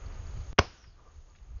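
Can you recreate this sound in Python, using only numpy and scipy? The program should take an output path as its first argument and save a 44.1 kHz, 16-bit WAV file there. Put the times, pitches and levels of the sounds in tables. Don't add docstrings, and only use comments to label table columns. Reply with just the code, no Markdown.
import sys
import numpy as np
from scipy import signal
from scipy.fft import rfft, irfft
from scipy.io import wavfile

SR = 44100
rng = np.random.default_rng(int(sys.argv[2]) if len(sys.argv) > 2 else 0)


def wav_record(signal):
    frames = np.transpose(np.atleast_2d(signal))
    bounded = np.clip(frames, -1, 1)
    quanta = np.round(bounded * 32767).astype(np.int16)
    wavfile.write(sys.argv[1], SR, quanta)


N = 70560
TIME_S = np.arange(N) / SR
FREQ_HZ = np.fft.rfftfreq(N, 1 / SR)
SHOT_S = .5866
BLAST_RISE_S, SCATTER_RISE_S, CLICK_RISE_S = .00055, .006, .0011
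BANDWIDTH_HZ = 8100


def amp(db):
    return 10 ** (np.asarray(db) / 20)


def unit_rms(x):
    return x / np.sqrt(np.mean(x ** 2) + 1e-20)


def at_hz(table, hz):
    table_hz, values = np.transpose(table)
    return np.interp(np.log(hz + 1), np.log(table_hz + 1), values)


def envelope(table):
    return amp(np.interp(TIME_S, *np.transpose(table)))


def burst(start_s, rise_s, t60_s, hold_s=0):
    age_s = TIME_S - start_s
    return np.clip(age_s / rise_s, 0, 1) * amp(-60 * np.maximum(age_s - hold_s, 0) / t60_s)


def noise(bin_gain):
    return unit_rms(irfft(rfft(rng.standard_normal(N)) * bin_gain, N))


def coloured_noise(spectrum):
    return noise(amp(at_hz(spectrum, FREQ_HZ)) * (FREQ_HZ < BANDWIDTH_HZ))


def band_noise(centre_hz, width_oct):
    return noise(np.exp(-.5 * (np.log2((FREQ_HZ + 1) / centre_hz) / width_oct) ** 2))


def causal_filter(x, response):
    log_gain = np.log(amp(at_hz(response, abs(np.fft.fftfreq(N, 1 / SR)))))
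    transfer = np.exp(np.conj(signal.hilbert(log_gain)))
    return irfft(rfft(x) * transfer[:len(FREQ_HZ)], N)


def lowpass(x, cutoff_hz):
    return signal.oaconvolve(x, signal.firwin(601, cutoff_hz, window=("kaiser", 7), fs=SR), "same")


# (time [s], level [dB])
BUFFET_LEVELS = [(0, -46.5), (.06, -38.5), (.12, -41), (.21, -37), (.33, -40.5), (.38, -32), (.47, -44),
                 (.52, -39.5), (.7, -56.5), (.82, -59.5), (.88, -49), (.93, -56), (1.05, -56), (1.19, -49),
                 (1.26, -56.5), (1.36, -53), (1.42, -49.5), (1.47, -52), (1.53, -40), (1.57, -40),
                 (1.6, -55)]
# (frequency [Hz], density [dB])
BUFFET_SPECTRUM = [(10, -22.5), (22, -0.5), (45, 0), (70, 0), (100, -10), (140, -17.5), (200, -28.5),
                   (400, -53.5), (1000, -78.5)]


def wind_buffet():
    return envelope(BUFFET_LEVELS) * coloured_noise(BUFFET_SPECTRUM)


def stalk_ticks(rate_per_s=21):
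    touches = rng.uniform(.5, 1, N) * (rng.random(N) < rate_per_s / SR)
    decays = signal.fftconvolve(touches, burst(0, CLICK_RISE_S, t60_s=.03))[:N]
    return unit_rms(decays * band_noise(centre_hz=4500, width_oct=.12))


# (time [s], level [dB])
RUSTLE_LEVELS = [(0, -56.5), (.13, -54), (.22, -57), (.38, -56), (.5, -60), (.7, -64.5), (.92, -72),
                 (1.15, -67.5), (1.25, -70.5), (1.6, -67)]
# (frequency [Hz], density [dB])
RUSTLE_SPECTRUM = [(60, -5), (200, 0), (450, 1.5), (900, -3), (1100, -4), (1220, 1), (1340, -5), (2000, -9),
                   (3000, -12.5), (4000, -24.5), (6500, -32.5)]


def grass_rustle(ticks_relative_db=-18.5):
    rustle = coloured_noise(RUSTLE_SPECTRUM)
    return envelope(RUSTLE_LEVELS) * (rustle + amp(ticks_relative_db) * stalk_ticks())


# (time [s], level [dB])
HISS_LEVELS = [(0, -65.5), (.5, -62.5), (.75, -78), (.95, -78.5), (1.15, -71), (1.6, -76)]
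# (frequency [Hz], density [dB])
HISS_SPECTRUM = [(1000, -20.5), (3500, -11.5), (5800, -11.5), (6300, -4.5), (6650, 0.5), (6900, -7.5),
                 (7150, -48.5)]


def wind_hiss():
    return envelope(HISS_LEVELS) * coloured_noise(HISS_SPECTRUM)


def background_duck(background, start_s=.5294, end_s=.59, recovery_s=.031, duck_db=-26,
                    pop_db=-32.5, pop_tau_s=.005):
    started = TIME_S > start_s
    depth = started * np.clip(1 - (TIME_S - end_s) / recovery_s, 0, 1)
    pop = -amp(pop_db) * started * np.exp(-abs(TIME_S - start_s) / pop_tau_s)
    return background * amp(duck_db * depth) + pop


# (time [s], level [dB], centre [Hz], width [oct], t60 [s])
GUN_CLICKS = [(0.5807, -30, 1680, .55, 0.042), (.841, -57, 1760, 0.72, 0.053),
              (1.35, -55, 1780, 0.59, 0.035), (1.359, -62, 2830, .6, 0.058),
              (1.386, -57, 1890, 0.82, 0.015)]


def gun_clicks():
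    return sum(amp(db) * burst(start_s, CLICK_RISE_S, t60_s) * band_noise(centre_hz, width_oct)
               for start_s, db, centre_hz, width_oct, t60_s in GUN_CLICKS)


# (frequency [Hz], density [dB])
GAS_SPECTRUM = [(60, -16), (300, -5.5), (1500, -1.5), (2200, -1), (3100, 0), (4000, -16), (4900, -4.5),
                (5800, -5.5), (6600, -14.5), (7600, -41)]


def gas_roar(level_db=-23):
    decay = burst(SHOT_S, BLAST_RISE_S, t60_s=.025, hold_s=.0065)
    return amp(level_db) * coloured_noise(GAS_SPECTRUM) * decay


# (frequency [Hz], level [dB], t60 [s])
BLAST_RINGS = [(420, -25.5, 0.07), (1081, -25, 0.051), (1546, -24, 0.042), (2200, -21.5, 0.037),
               (2810, -24, 0.02), (3098, -28, .025), (5660, -33.5, 0.018)]


def blast_ring():
    return sum(amp(db) * np.sin(2 * np.pi * hz * (TIME_S - SHOT_S)) * burst(SHOT_S, BLAST_RISE_S, t60_s)
               for hz, db, t60_s in BLAST_RINGS)


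# (time [s], pre-filter level [dB], push length [ms])
SHOCK_FRONTS = [(.58691, -7, .52), (.58872, -6.5, .13), (.58939, -8.7, .39), (.59116, 2, .37),
                (.59199, -8, .52), (.5924, -3, .41), (.59388, -6.5, .87)]
# (frequency [Hz], gain [dB])
SHOCK_RESPONSE = [(40, -9), (150, 6), (400, 2.5), (900, -2), (1500, 7), (1900, -5), (3000, 6), (4000, -6.5),
                  (4900, 3), (5800, -0.5), (6600, -11.5), (7600, -40)]


def shock_fronts():
    pressure = np.zeros(N)
    for start_s, db, push_ms in SHOCK_FRONTS:
        onset = np.clip((TIME_S - start_s) * SR, 0, 1)
        age_in_pushes = np.maximum(TIME_S - start_s, 0) * 1000 / push_ms
        pressure += amp(db) * onset * (1 - age_in_pushes) * np.exp(-age_in_pushes)
    return causal_filter(pressure, SHOCK_RESPONSE)


def air_thump(start_s=.5917, pitch_hz=81.7, gain_db=-7):
    wave = -np.sin(2 * np.pi * pitch_hz * (TIME_S - start_s))
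    return amp(gain_db) * wave * burst(start_s, rise_s=.0078, t60_s=.052)


# (frequency [Hz], density [dB])
GRASS_SPECTRUM = [(60, 2), (180, 1.5), (300, -2), (500, 1), (1060, 2), (1700, -12.5), (2400, -11),
                  (3800, -20), (5200, -13), (6000, -20.5), (6800, -34)]
# (frequency [Hz], t60 [s])
GRASS_DECAY = [(60, 0.25), (400, 0.2), (1200, .2), (3000, 0.31), (6000, 0.37)]


def grass_scatter(gain_db=-29):
    hz, frame_s, bands = signal.stft(coloured_noise(GRASS_SPECTRUM), SR, nperseg=256)
    decay = amp(-60 * np.maximum(frame_s - SHOT_S, 0) / at_hz(GRASS_DECAY, hz)[:, None])
    tail = signal.istft(bands * decay, SR, nperseg=256)[1][:N]
    onset = np.clip((TIME_S - SHOT_S) / SCATTER_RISE_S, 0, 1)
    return amp(gain_db) * onset * tail


# (frequency [Hz], density [dB])
GROUND_SPECTRUM = [(100, 2), (400, -0.5), (900, -4.5), (1500, 3.5), (2000, -4.5), (3000, -0.5),
                   (4000, -7.5), (5500, -3), (6800, -18)]


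def ground_scatter(gain_db=-51):
    return amp(gain_db) * coloured_noise(GROUND_SPECTRUM) * burst(SHOT_S, SCATTER_RISE_S, t60_s=.98)


def pellet_hiss(start_hz=11500, drag_per_s=4.45, width_hz=650, peak_db=-67.5, peak_s=.81, spread_s=.085):
    pitch_hz = start_hz / (1 + drag_per_s * np.maximum(TIME_S - SHOT_S, 0))
    carrier = np.cos(2 * np.pi * np.cumsum(pitch_hz) / SR)
    flutter = noise(1 / (1 + (2 * FREQ_HZ / width_hz) ** 2))
    swell = np.exp(-.5 * ((TIME_S - peak_s) / spread_s) ** 2) * (TIME_S > SHOT_S)
    return amp(peak_db) * swell * unit_rms(flutter * carrier)


# (time [s], level [dB], half length [s])
ECHO_SWELLS = [(1.01, -62.5, .022), (1.069, -62.5, 0.017), (1.111, -69.5, 0.023), (1.298, -69, 0.02)]
# (frequency [Hz], density [dB])
ECHO_SPECTRUM = [(150, -12.5), (450, -3.5), (700, -7.5), (1050, -2.5), (1130, -7), (1185, 8), (1250, -8.5),
                 (1700, -17), (2500, -26), (6000, -27)]


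def slope_echo():
    swells = sum(amp(db) * np.exp(-.5 * ((TIME_S - peak_s) / half_s) ** 2)
                 for peak_s, db, half_s in ECHO_SWELLS)
    return swells * coloured_noise(ECHO_SPECTRUM)


def scene():
    blast = gas_roar() + blast_ring() + shock_fronts() + air_thump()
    aftermath = grass_scatter() + ground_scatter() + slope_echo() + pellet_hiss()
    clicks = gun_clicks()
    background = background_duck(wind_buffet() + grass_rustle() + wind_hiss())
    return (blast + lowpass(aftermath + clicks + background, cutoff_hz=6950))[None]


def record(dry):
    ceiling = 1.5
    saturated = ceiling * np.tanh(dry[0] / ceiling)
    return lowpass(saturated, BANDWIDTH_HZ)[None]


dry = scene()
out = record(dry)
wav_record(out)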